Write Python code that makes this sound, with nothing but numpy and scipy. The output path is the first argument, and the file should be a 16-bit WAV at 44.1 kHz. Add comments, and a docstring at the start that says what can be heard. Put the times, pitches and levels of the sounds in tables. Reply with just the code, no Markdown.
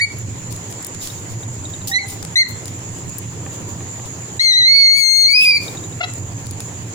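"""A caged bird of prey, fed by hand at night: two microphone ports hear it close by in a small hard space.
Hum and insect chorus, shaped noise, lie under it all. A chirp of stacked partials opens; noise-burst ticks
of beak and claws and grainy feather rustles follow, a cricket's ringing pips, then two more chirps. Damped
modes knock in the floor tray, one long wavering whistle cracks into a rasp near its end, pips return and a
low shaky cluck and last ticks follow. Gain control ducks the background under loud sounds."""
import sys
import numpy as np
from scipy import signal
from scipy.fft import rfft, irfft
from scipy.io import wavfile
from scipy.ndimage import uniform_filter1d, minimum_filter1d

SR = 44100
rng = np.random.default_rng(int(sys.argv[2]) if len(sys.argv) > 2 else 0)


def bounce(signal):
    """Save signal as a 16-bit WAV file at the path given by the first command-line argument."""
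    frames = np.transpose(np.atleast_2d(signal))
    limited = np.clip(frames, -1, 1)
    pcm = np.round(limited * 32767).astype(np.int16)
    wavfile.write(sys.argv[1], SR, pcm)


N = 306054
LEAD_S = 0.035  # the first call is already sounding this long


def gain_of(db):
    """Decibels to amplitude gain."""
    return 10 ** (np.asarray(db) / 20)


def evened(x):
    """Scales a sound to rms 1."""
    return x / np.sqrt(np.mean(x ** 2) + 1e-20)


def read(points, hz):
    """Reads a curve of (f/Hz, value) on a log-frequency axis."""
    f, value = np.transpose(points)
    return np.interp(np.log(hz + 1), np.log(f + 1), value)


def sides(pan_db):
    """Gains of the left and right port for a left minus right level."""
    return gain_of(np.multiply.outer([0.5, -0.5], pan_db))


def wander(length, span):
    """Random drift for two sides, smoothed over span samples, rms 1."""
    return evened(uniform_filter1d(rng.standard_normal((2, length)), span))


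def coloured(x, points, tilt_db=0):
    """Shapes both channels by a spectrum tilted in dB per octave about 8 kHz, rms 1."""
    hz = np.fft.rfftfreq(x.shape[1], 1 / SR)
    octaves = np.log2(hz / 8000 + 0.0011)
    shaped = rfft(x) * gain_of(read(points, hz) + tilt_db * octaves)
    return evened(irfft(shaped, x.shape[1]))


def add(mix, s, sound):
    """Mixes a two-channel sound in at time s."""
    part = mix[:, round((s + LEAD_S) * SR):][:, :sound.shape[1]]
    part += sound[:, :part.shape[1]]


def air(points, db, patchy_db, swelling):
    """Far noise: random short-time spectra with drifting patches, likeness of the sides set by frequency."""
    # swell of the low hum: t/s, level/dB
    hum_swell = [(0, 4), (.6, 2.5), (.9, -6), (1.6, 4.5), (2.3, 0), (3, 2.5), (3.6, 0.8), (4.3, -2.5),
                 (5.2, 3), (5.8, 0), (6.4, 6), (6.94, -2)]
    # lift of the background's upper part that offsets the gain control's ducking:
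    # t/s, level/dB, half width/s
    background_lift = [(3.6, 2.5, 0.34), (5.5, 10.5, 0.42)]
    # likeness of the two ports: f/Hz, likeness (share)
    likeness = [(60, 1), (180, 0.93), (550, 0.68), (1650, -0.2), (4970, -0.0087), (15000, -0.21)]
    # lean of the far sound: f/Hz, left minus right level/dB
    far_lean = [(60, -1), (180, -3.5), (550, -0.5), (1650, -3.5), (4970, -4.5), (15000, 2.5)]
    upper_share = 0.058  # how much of the swell the upper part follows
    frames, hz = N // 256 + 5, np.fft.rfftfreq(1024, 1 / SR)
    a, b, c, d, patches = rng.standard_normal((frames, 513, 5)).T
    patches = evened(uniform_filter1d(uniform_filter1d(patches, 12, 0), 8, 1))
    t = np.arange(frames) * 256 / SR
    low = 1 / (1 + (hz[:, None] / 200) ** 4)
    swell = (low + (1 - low) * upper_share) * np.interp(t, *np.transpose(hum_swell))
    lift = sum(up * np.maximum(1 - abs(t - at) / width, 0) for at, up, width in background_lift)
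    swell = swell + (1 - low) * lift
    same = np.clip(read(likeness, hz), -1, 1)[:, None]
    left = a + 1j * b
    right = same * left + np.sqrt(1 - same ** 2) * (c + 1j * d)
    z = np.array([left, right])
    z *= gain_of(patchy_db * patches + swell * swelling) * sides(read(far_lean, hz))[:, :, None]
    noise = signal.istft(z, nperseg=1024, noverlap=768)[1][:, :N]
    return gain_of(db) * coloured(noise, points)


def hum():
    """A distant low hum: swelling noise with most of its power in the bass."""
    # spectrum: f/Hz, relative level/dB
    hum_spectrum = [(20, -15.5), (50, -40), (72, -13.5), (92, -2), (119, 1), (140, -10.5), (163, -5),
                    (210, -15), (290, -12), (420, -17), (620, -22.5), (1000, -23), (1600, -33.5),
                    (2500, -46.5)]
    return air(hum_spectrum, -28.5, patchy_db=1.79, swelling=True)


def insect_chorus():
    """Hiss and the insect chorus: steady patchy noise with a peak near 7 kHz."""
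    # spectrum with the chorus peak: f/Hz, relative level/dB
    hiss_spectrum = [(800, -29.5), (1800, -9), (3800, -16.5), (5900, -16), (6600, -2.5), (7090, 5.5),
                     (7700, -7), (8400, -30), (10300, -17), (12000, -81), (13300, -53), (14800, -16),
                     (15600, -40), (16500, -34)]
    return air(hiss_spectrum, -33, patchy_db=2.0, swelling=False)


def room(x):
    """Sparse random-sign echoes, different at each port; each band dies at its own speed."""
    # decay of the small space: f/Hz, t60/s
    decay = [(1000, .25), (2200, 0.31), (4400, 0.27), (8000, 0.28), (16000, 0.038)]
    taps = np.zeros((2, SR // 2))
    at = np.arange(200, SR // 2 - 20, 20) + rng.integers(0, 20, (2, (SR // 2 - 201) // 20))
    np.put_along_axis(taps, at, rng.choice([-1., 1.], at.shape), 1)
    hz, t, z = signal.stft(taps, SR, nperseg=256)
    fading = gain_of(-60 * t / np.abs(read(decay, hz))[:, None])
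    tail = signal.istft(z * fading, SR, nperseg=256)[1]
    return signal.fftconvolve(x, tail / np.linalg.norm(tail[0]), axes=1)[:, :x.shape[1]]


def pip(s, db):
    """One wing stroke rings the cricket's harp, a damped tone to the left."""
    pip_hz, t60, pan_db = 3776, 0.037, 10
    t = np.arange(1500) / SR
    ring = np.sin(2 * np.pi * pip_hz * t) * np.minimum(t / 0.0004, gain_of(-60 * t / t60))
    return s, gain_of(db) * np.outer(sides(pan_db), ring)


def knock(s, db, pan_db):
    """A dull blow rings the damped modes of the cage's floor tray."""
    # modes: f/Hz, relative level/dB, t60/s
    tray = [(334, 5, .08), (515, 8, 0.035), (787, 3.5, 0.06), (1160, 5, .025), (1820, 9, 0.012),
            (2400, 4, 0.015)]
    t = np.arange(3000) / SR
    ring = sum(gain_of(level - 60 * t / t60) * np.sin(2 * np.pi * hz * t) for hz, level, t60 in tray)
    return s, gain_of(db) * np.outer(sides(pan_db), ring / abs(ring).max())


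def low_tone(s, hz, db, t60):
    """A faint tone of wavering pitch and level that swells quickly and dies slowly."""
    t = np.arange(0, 0.5, 1 / SR)
    turns = np.cumsum(hz * (1 + 0.025 * wander(len(t), 500)[0])) / SR
    fall = gain_of(-60 * t / t60 + 3.5 * wander(len(t), 600)[0])
    tone = np.minimum(t / 0.03, fall) * np.sin(2 * np.pi * turns)
    return s, gain_of(db) * np.array([tone] * 2)


def squeak(s, length, hz, db):
    """Rubbing quills: a short thin tone, stronger on the left."""
    t = np.arange(0, length, 1 / SR)
    return s, gain_of(db) * np.outer(sides(6.), np.sin(2 * np.pi * hz * t) * np.hanning(len(t)))


def rustle(s, t60, db, tilt_db, pan_db):
    """Feather barbs slip in uneven grains of noise that swell and die away."""
    # spectrum of the barbs: f/Hz, relative level/dB
    feather = [(1500, -30), (3500, -2), (6000, 5.5), (10000, 5), (12500, 4.5), (13500, -13), (15000, 15),
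               (16500, -19)]
    rise_share, sharp_db = 0.084, -23.5  # rise as a share of the fall; above sharp_db it starts almost at once
    rise = 0.002 + rise_share * t60 / (1 + gain_of(4.7 * (db - sharp_db)))
    t = np.arange(0, rise + t60, 1 / SR)
    grains = gain_of(2.4 * evened(uniform_filter1d(rng.standard_normal(len(t)), 60)))
    shape = np.minimum(t / rise, gain_of(-60 * (t - rise) / t60))
    barbs = coloured(rng.standard_normal((2, len(t))), feather, tilt_db)
    return s, gain_of(db) * sides(pan_db)[:, None] * shape * grains * barbs


def tick(s, db, pan_db, tilt_db):
    """Beak or claw: a crack of a millisecond or two with a short bright ring."""
    # spectrum of the snap: f/Hz, relative level/dB
    snap_spectrum = [(1200, -16), (3000, -9.5), (6000, -1), (10000, 2), (12500, -12), (14500, -6),
                     (16500, -16)]
    ring_hz, spread = 10020, 0.07  # ring and its scatter as a share
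    t = np.arange(500) / SR
    snap = coloured(rng.standard_normal((2, 500)), snap_spectrum, tilt_db) * gain_of(-60 * t / 0.015)
    ring = np.sin(2 * np.pi * ring_hz * (1 + spread * rng.standard_normal()) * t)
    ring = ring * gain_of(-60 * t / 0.0032)
    onset = np.minimum(t / 0.00015, 1)
    return s, gain_of(db) * sides(pan_db)[:, None] * (1.09 * snap + 0.7 * ring) * onset


def faint_ticks():
    """Twelve small ticks at random times, as rows of t/s, level/dB, pan/dB, tilt/dB per octave."""
    when, size = rng.random((12, 2)).T
    return [(s * (N / SR - 0.1), -40 + 6 * up, 9, -3) for s, up in zip(when, size)]


def cluck(s, length, first_hz, last_hz, db, tilt_db):
    """A low, short, shaky stack of partials coloured by the throat."""
    # what the throat lets through: f/Hz, level/dB
    throat = [(700, -13), (1400, -6), (2000, -2.5), (2750, -0.5), (3400, -11), (4000, -4), (4700, -17),
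              (6000, -17)]
    shake, rough_db = 0.013, 3  # wobble of pitch (share) and of each partial's level
    smear = 0.06  # the throat delays higher partials, radians per squared multiple
    port_lag_s = 0.00022  # arrival at the right port after the left
    t = np.arange(0, length, 1 / SR)
    hz = np.linspace(first_hz, last_hz, len(t)) * (1 + shake * wander(len(t), 150)[0])
    turns = np.cumsum(hz) / SR - np.c_[[0, port_lag_s * first_hz]]
    stack = 0
    for k in range(1, 10):
        level_db = read(throat, k * hz) + tilt_db * np.log2(k) + rough_db * wander(len(t), 200)[0]
        stack = stack + gain_of(level_db) * np.cos(2 * np.pi * k * turns - smear * k ** 2)
    shape = np.sin(np.pi * t / length) ** 2
    return s, gain_of(db) * evened(stack) * sides(3.5)[:, None] * shape


def crack(s, length, db):
    """Chaotic cycles at the whistle's top: a dense burst of noise over the partials."""
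    # spectrum of the rasp: f/Hz, relative level/dB
    rasp_spectrum = [(1800, -30), (2600, -4), (3300, 0), (4200, -5), (6000, -10), (8000, -17), (11000, -19),
                     (12000, -40)]
    count = round(length * SR)
    noise = coloured(rng.standard_normal((2, count)), rasp_spectrum)
    return s, gain_of(db) * noise * sides(2.5)[:, None] * np.hanning(count)


def call(pitch, voice, pose):
    """A whistled stack of partials through the windpipe; each partial leans left or right."""
    # what windpipe and cage let through of partials 1 to 4: f/Hz, level/dB
    tract = [(1900, -11), (2100, -7.5), (2230, -5), (2480, -3.5), (3900, -1), (4300, 3), (4950, 1.5),
             (5200, -12), (5900, -13.5), (6400, -13.5), (6700, -23.5), (7400, -31), (8000, -27.5),
             (8600, -22.5), (9800, -21.5)]
    # partials 5 to 7: f/Hz, level/dB
    upper = [(9500, 1.5), (11500, -3), (13300, -11), (15000, 4), (15800, 8), (16700, -25)]
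    # lean of the first partial: f/Hz, left minus right level/dB
    ground_lean = [(1900, 5), (2050, 4), (2200, 16), (2330, 5.5), (2480, -3.5), (2600, -2)]
    # added lag of the first partial at the right port: f/Hz, lag/ms
    ground_lag = [(1900, 0.03), (2100, .01), (2230, 0.057), (2350, 0.21), (2550, 0.28)]
    # spectrum of the hoarseness: f/Hz, relative level/dB
    hoarse_spectrum = [(900, -29), (1200, -8), (2500, -20), (3300, -1), (4200, -12), (5500, -2), (8000, -6),
                       (11000, -1.5), (12500, -51)]
    # hoarse moments: t/s, level/dB, fall to either side/dB per s
    hoarse_spells = [(0.0, -21, 1500), (1.965, -32, 510), (2.358, -54, 600), (4.418, -18.5, 400),
                     (4.47, -41, 300), (4.785, -42, 700), (4.9, -46, 800), (4.98, -21, 500),
                     (5.45, -16.5, 250)]
    flutter_db, upper_lag_ms = 0.21, 0.0084  # unsteadiness of each partial; added lag of partials 5 to 7
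    s, *columns = np.transpose(voice)
    t = np.arange(s[0] if s[0] > LEAD_S else -LEAD_S, s[-1], 1 / SR)
    effort, ground_db, beak, second_lean = (np.interp(t, s, c) for c in columns)
    upper_db, tilt_db, lean_db, ground_ms, lag_ms = pose
    hz = uniform_filter1d(np.interp(t, *np.transpose(pitch)), 200)
    hz = hz * (1 + 0.0023 * wander(len(t), 300)[0])

    # phases in cycles; only the right port lags
    right_s = [0, 1e-3]  # seconds per millisecond of lag
    turns = np.cumsum(hz) / SR - np.outer(right_s, hz * lag_ms)
    ground = turns[0] - np.outer(right_s, hz * (ground_ms + read(ground_lag, hz)))
    late = np.outer(right_s, hz * upper_lag_ms)

    # each partial: multiple, level/dB, left minus right level/dB
    stack = [(1, ground_db + read(tract, hz), lean_db + read(ground_lean, hz)),
             (2, read(tract, 2 * hz), second_lean),
             (3, beak + read(tract, 3 * hz), 4.2),
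             (4, beak + read(tract, 4 * hz), 13.0)]
    for step, k in enumerate(range(5, 8)):
        stack.append((k, upper_db + tilt_db * step + beak + read(upper, k * hz), 13.0))
    tone = 0
    for k, db, pan in stack:
        lean = sides(pan * np.ones(len(t)))
        lean = lean / np.sqrt((lean ** 2).mean(0))  # leaning keeps the power
        level = np.sqrt(2) * gain_of(effort + db + flutter_db * wander(len(t), 400))
        cycles = ground if k == 1 else k * turns - late * (k > 4) * k
        tone = tone + level * lean * np.cos(2 * np.pi * cycles)

    # uneven strong-weak cycles put shaky lines half-way between the partials, in breath noise
    halves = sum(wander(len(t), 280) * np.cos(np.pi * k * turns) for k in range(1, 10, 2))
    breath = rng.standard_normal((2, len(t)))
    rasp = coloured(gain_of(1.5) * evened(halves) + breath, hoarse_spectrum)
    hoarse = sum(gain_of(db - fall * abs(t - at)) for at, db, fall in hoarse_spells)
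    edge = np.clip(np.minimum(t - t[0], s[-1] - t) / 0.0027, 0, 1)
    return t[0], (tone + hoarse * rasp) * edge


def scene():
    """All near sources excite the room; hum and insect chorus lie under them at a distance."""
    # cricket: t/s, level/dB
    pip_rows = [(1.0156, -32), (1.1004, -28.5), (1.1822, -41), (1.4321, -34), (1.6536, -27), (1.737, -27.5),
                (1.8163, -37), (5.5059, -15), (5.681, -22.5), (5.7723, -26), (5.8395, -32.5), (5.9244, -38)]
    # cage floor: t/s, level/dB, left minus right level/dB
    knock_rows = [(3.464, -18, -6), (3.807, -22, -7), (3.997, -21, -8), (5.75, -23, -3.5)]
    # faint ring after the loudest rustle: f/Hz, level/dB, t60/s
    ring_after = (790, -29, 0.72)
    # quills: t/s, length/s, f/Hz, level/dB
    squeak_rows = [(2.065, 0.011, 9400, -35), (2.081, 0.012, 9740, -26), (2.091, .007, 12300, -35),
                   (2.102, 0.01, 8570, -25.5)]
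    # feathers: t/s, fall t60/s, level/dB, tilt/dB per octave, left minus right level/dB
    rustle_rows = [(.5, .18, -33, -6, 6), (0.69, 0.15, -41, -2, 9), (.998, 0.47, -28, -5.5, -2.5),
                   (1.288, 0.24, -33.5, -7, -2), (1.871, 0.2, -18.5, -3, 0), (2.069, 0.31, -31, -3.5, 2),
                   (2.478, 0.12, -33.5, 6, 8), (2.651, 0.29, -40, -6, 3), (3.519, 0.18, -41, -5, 6),
                   (3.67, 0.23, -43, -2, 3), (4.041, 0.21, -41, -6.5, 8), (4.365, .05, -40, -6.5, 14),
                   (5.578, 0.6, -32.5, -6, -1), (6.13, 0.43, -53, 8, 9), (6.599, .24, -41, -4, 5)]
    # beak and claws: t/s, level/dB, left minus right level/dB, tilt/dB per octave
    tick_rows = [(0.187, -29.5, 11, 12), (0.5247, -24, 14, -1.5), (0.563, -28, 6, 0), (0.7134, -31, 7, 2),
                 (0.7257, -28, 12, -3.5), (0.8265, -29.5, 9, 5), (0.847, -19, 8, 4), (0.867, -18, 7, 10),
                 (0.9472, -26.5, -6, -3), (1.073, -16.5, -1, -2.5), (1.2974, -37, .5, -11),
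                 (1.4316, -32, -1, -11), (2.2276, -19.5, 7, -3.5), (2.2497, -19.5, 4, -3),
                 (2.509, -28, 5, 5), (2.6562, -22.5, 10, 0), (2.6804, -21.5, 1, -2), (2.9856, -35, 11, -3),
                 (3.0949, -29, 9, 0), (3.1836, -17, 12, 12), (3.1883, -22, 10, 10), (4.0593, -26, 13, -5),
                 (6.1367, -25, 11, 2), (6.185, -36, 10, -1), (6.4679, -23.5, 9, -2), (6.51, -22, 9, 2.5),
                 (6.604, -17.5, -4, -2)]
    # the cluck's overlapping voices: t/s, length/s, first f/Hz, last f/Hz, level/dB, tilt/dB per octave
    cluck_rows = [(6.001, .027, 657, 734, -11, -5.5), (6.007, 0.067, 700, 742, -21.5, -17),
                  (6.024, 0.034, 685, 646, -12.5, 1)]
    # the whistle cracks into a rasp: t/s, length/s, level/dB
    crack_row = (5.385, .1, -14)
    # one table a call: t/s, pitch f/Hz
    call_pitch = [
        [(0.002, 1905), (0.008, 1926), (0.013, 2274), (0.056, 2224)],
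        [(1.914, 1850), (1.932, 1913), (1.946, 2070), (1.952, 1972), (1.984, 2063), (1.988, 2253),
         (2.042, 2008)],
        [(2.356, 1940), (2.392, 2123), (2.406, 2129), (2.422, 2078), (2.436, 1880)],
        [(4.394, 1950), (4.412, 2124), (4.432, 2193), (4.478, 2067), (4.498, 2080), (4.536, 1918),
         (4.582, 2068), (4.626, 1952), (4.682, 2115), (4.76, 2217), (4.82, 2198), (4.874, 2126), (4.988, 2230),
         (5.056, 2124), (5.228, 2162), (5.254, 2093), (5.294, 2242), (5.318, 2205), (5.332, 2265),
         (5.356, 2482), (5.404, 2494), (5.432, 2627), (5.458, 2418), (5.476, 2417), (5.488, 2471),
         (5.508, 2400), (5.528, 2330), (5.545, 2342), (5.563, 2370), (5.582, 2140)],
    ]
    # one table a call: t/s, effort level/dB, extra level of the first partial/dB,
    # beak opening as lift of the higher partials/dB, second partial's left minus right level/dB
    call_voice = [
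        [(0.002, -26.5, 26, 4, 13), (0.011, -24, 24, 7, -2), (0.018, -12, 13, 13, 3),
         (0.049, -17.5, 13.5, 13.5, -4), (0.056, -34, 23, -2, 0)],
        [(1.914, -35, 30.5, 25, 5), (1.936, -11, 2, -11, -6), (1.962, -8.5, 14.5, 7.5, -6),
         (1.98, -22, 23.5, 9, 5), (1.99, -31, 20, 8, 0), (2.042, -34, 14, 2, 4)],
        [(2.356, -3, 11, -26, -2), (2.361, -1.5, 3, 1.5, 5.5), (2.418, -3.5, 6.5, -4.5, -6.5),
         (2.436, -20.5, 22.5, 1, 2)],
        [(4.394, 0, 4, -20, -4), (4.399, -6, 4, -3, 4), (4.414, 1, 1, -2, 6), (4.43, -9.5, 1, 4.5, 5),
         (4.468, 2.5, 1.5, -1, 6), (4.53, -2, 0, -3, 3), (4.624, 0.5, 1, -9.5, 1), (4.784, 0.5, 1.5, -5, -12),
         (4.918, 1, -1.5, -4, 5), (4.986, -7, 9, 12, 8), (5.046, 3.5, -1, 6.5, 13), (5.224, 5.5, -8.5, 4.5, 10),
         (5.254, 4, -13, -3, 1), (5.292, -1.5, 5.5, -1, 10), (5.322, 0, 7.5, 8, 4), (5.342, 4.5, -2, -3, 3),
         (5.376, 6.5, 3.5, -2, 19), (5.446, 0, 8, 11.5, 8), (5.5, 4.5, 6.5, 2, -5), (5.53, -9, 6.5, -4, -4),
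         (5.566, -7, 5.5, 4.5, -5), (5.584, -13.5, 5, 2, 8)],
    ]
    # one row a call: upper partials level/dB, their tilt/dB per partial, lean of the first partial/dB,
    # base lag at the right port of the first partial/ms, lag of the others/ms
    call_pose = [(-46, -6, -12, 0.043, 0.19), (-38, -4, -9.5, 0.3, 0.286), (-24, -7, 0.5, .17, .14),
                 (-32.5, 0, -0.5, 0.26, .16)]
    lead = round(LEAD_S * SR)
    near = np.zeros((2, N + lead))
    for tables in zip(call_pitch, call_voice, call_pose):
        add(near, *call(*tables))
    sources = ((pip, pip_rows), (knock, knock_rows), (low_tone, [(1.885, *ring_after)]),
               (squeak, squeak_rows), (rustle, rustle_rows), (tick, [*tick_rows, *faint_ticks()]),
               (cluck, cluck_rows), (crack, [crack_row]))
    for source, rows in sources:
        for row in rows:
            add(near, *source(*row))
    night = hum() + insect_chorus()
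    return (near + gain_of(-16.5) * room(near))[:, lead:] + night


def record(dry):
    """Gain control that looks a few milliseconds ahead and recovers fast, a peak limiter, then the band limit."""
    threshold_db, share = -28.5, 0.38  # share of the excess that is taken away
    ceiling, edge_hz = 0.82, 16700  # limiter's highest sample before the band limit; band limit
    power_db = 10 * np.log10(abs(uniform_filter1d((dry ** 2).mean(0), 300)) + 1e-12)
    fall = np.arange(N) * 290.0 / SR  # the held level falls 290 dB a second
    held_db = np.maximum.accumulate(power_db + fall) - fall
    over_db = np.maximum(held_db - threshold_db, 0)
    ahead_db = -minimum_filter1d(-over_db, size=400)
    ducked = dry / gain_of(share * uniform_filter1d(ahead_db, 400))
    limit = np.minimum(ceiling / (abs(ducked).max(0) + 1e-9), 1)
    limited = ducked * uniform_filter1d(minimum_filter1d(limit, size=400), size=300)
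    lowpass = signal.firwin(511, edge_hz, window=("kaiser", 9), fs=SR)
    return signal.oaconvolve(limited, lowpass[None], "same")


dry = scene()
out = record(dry)
bounce(out)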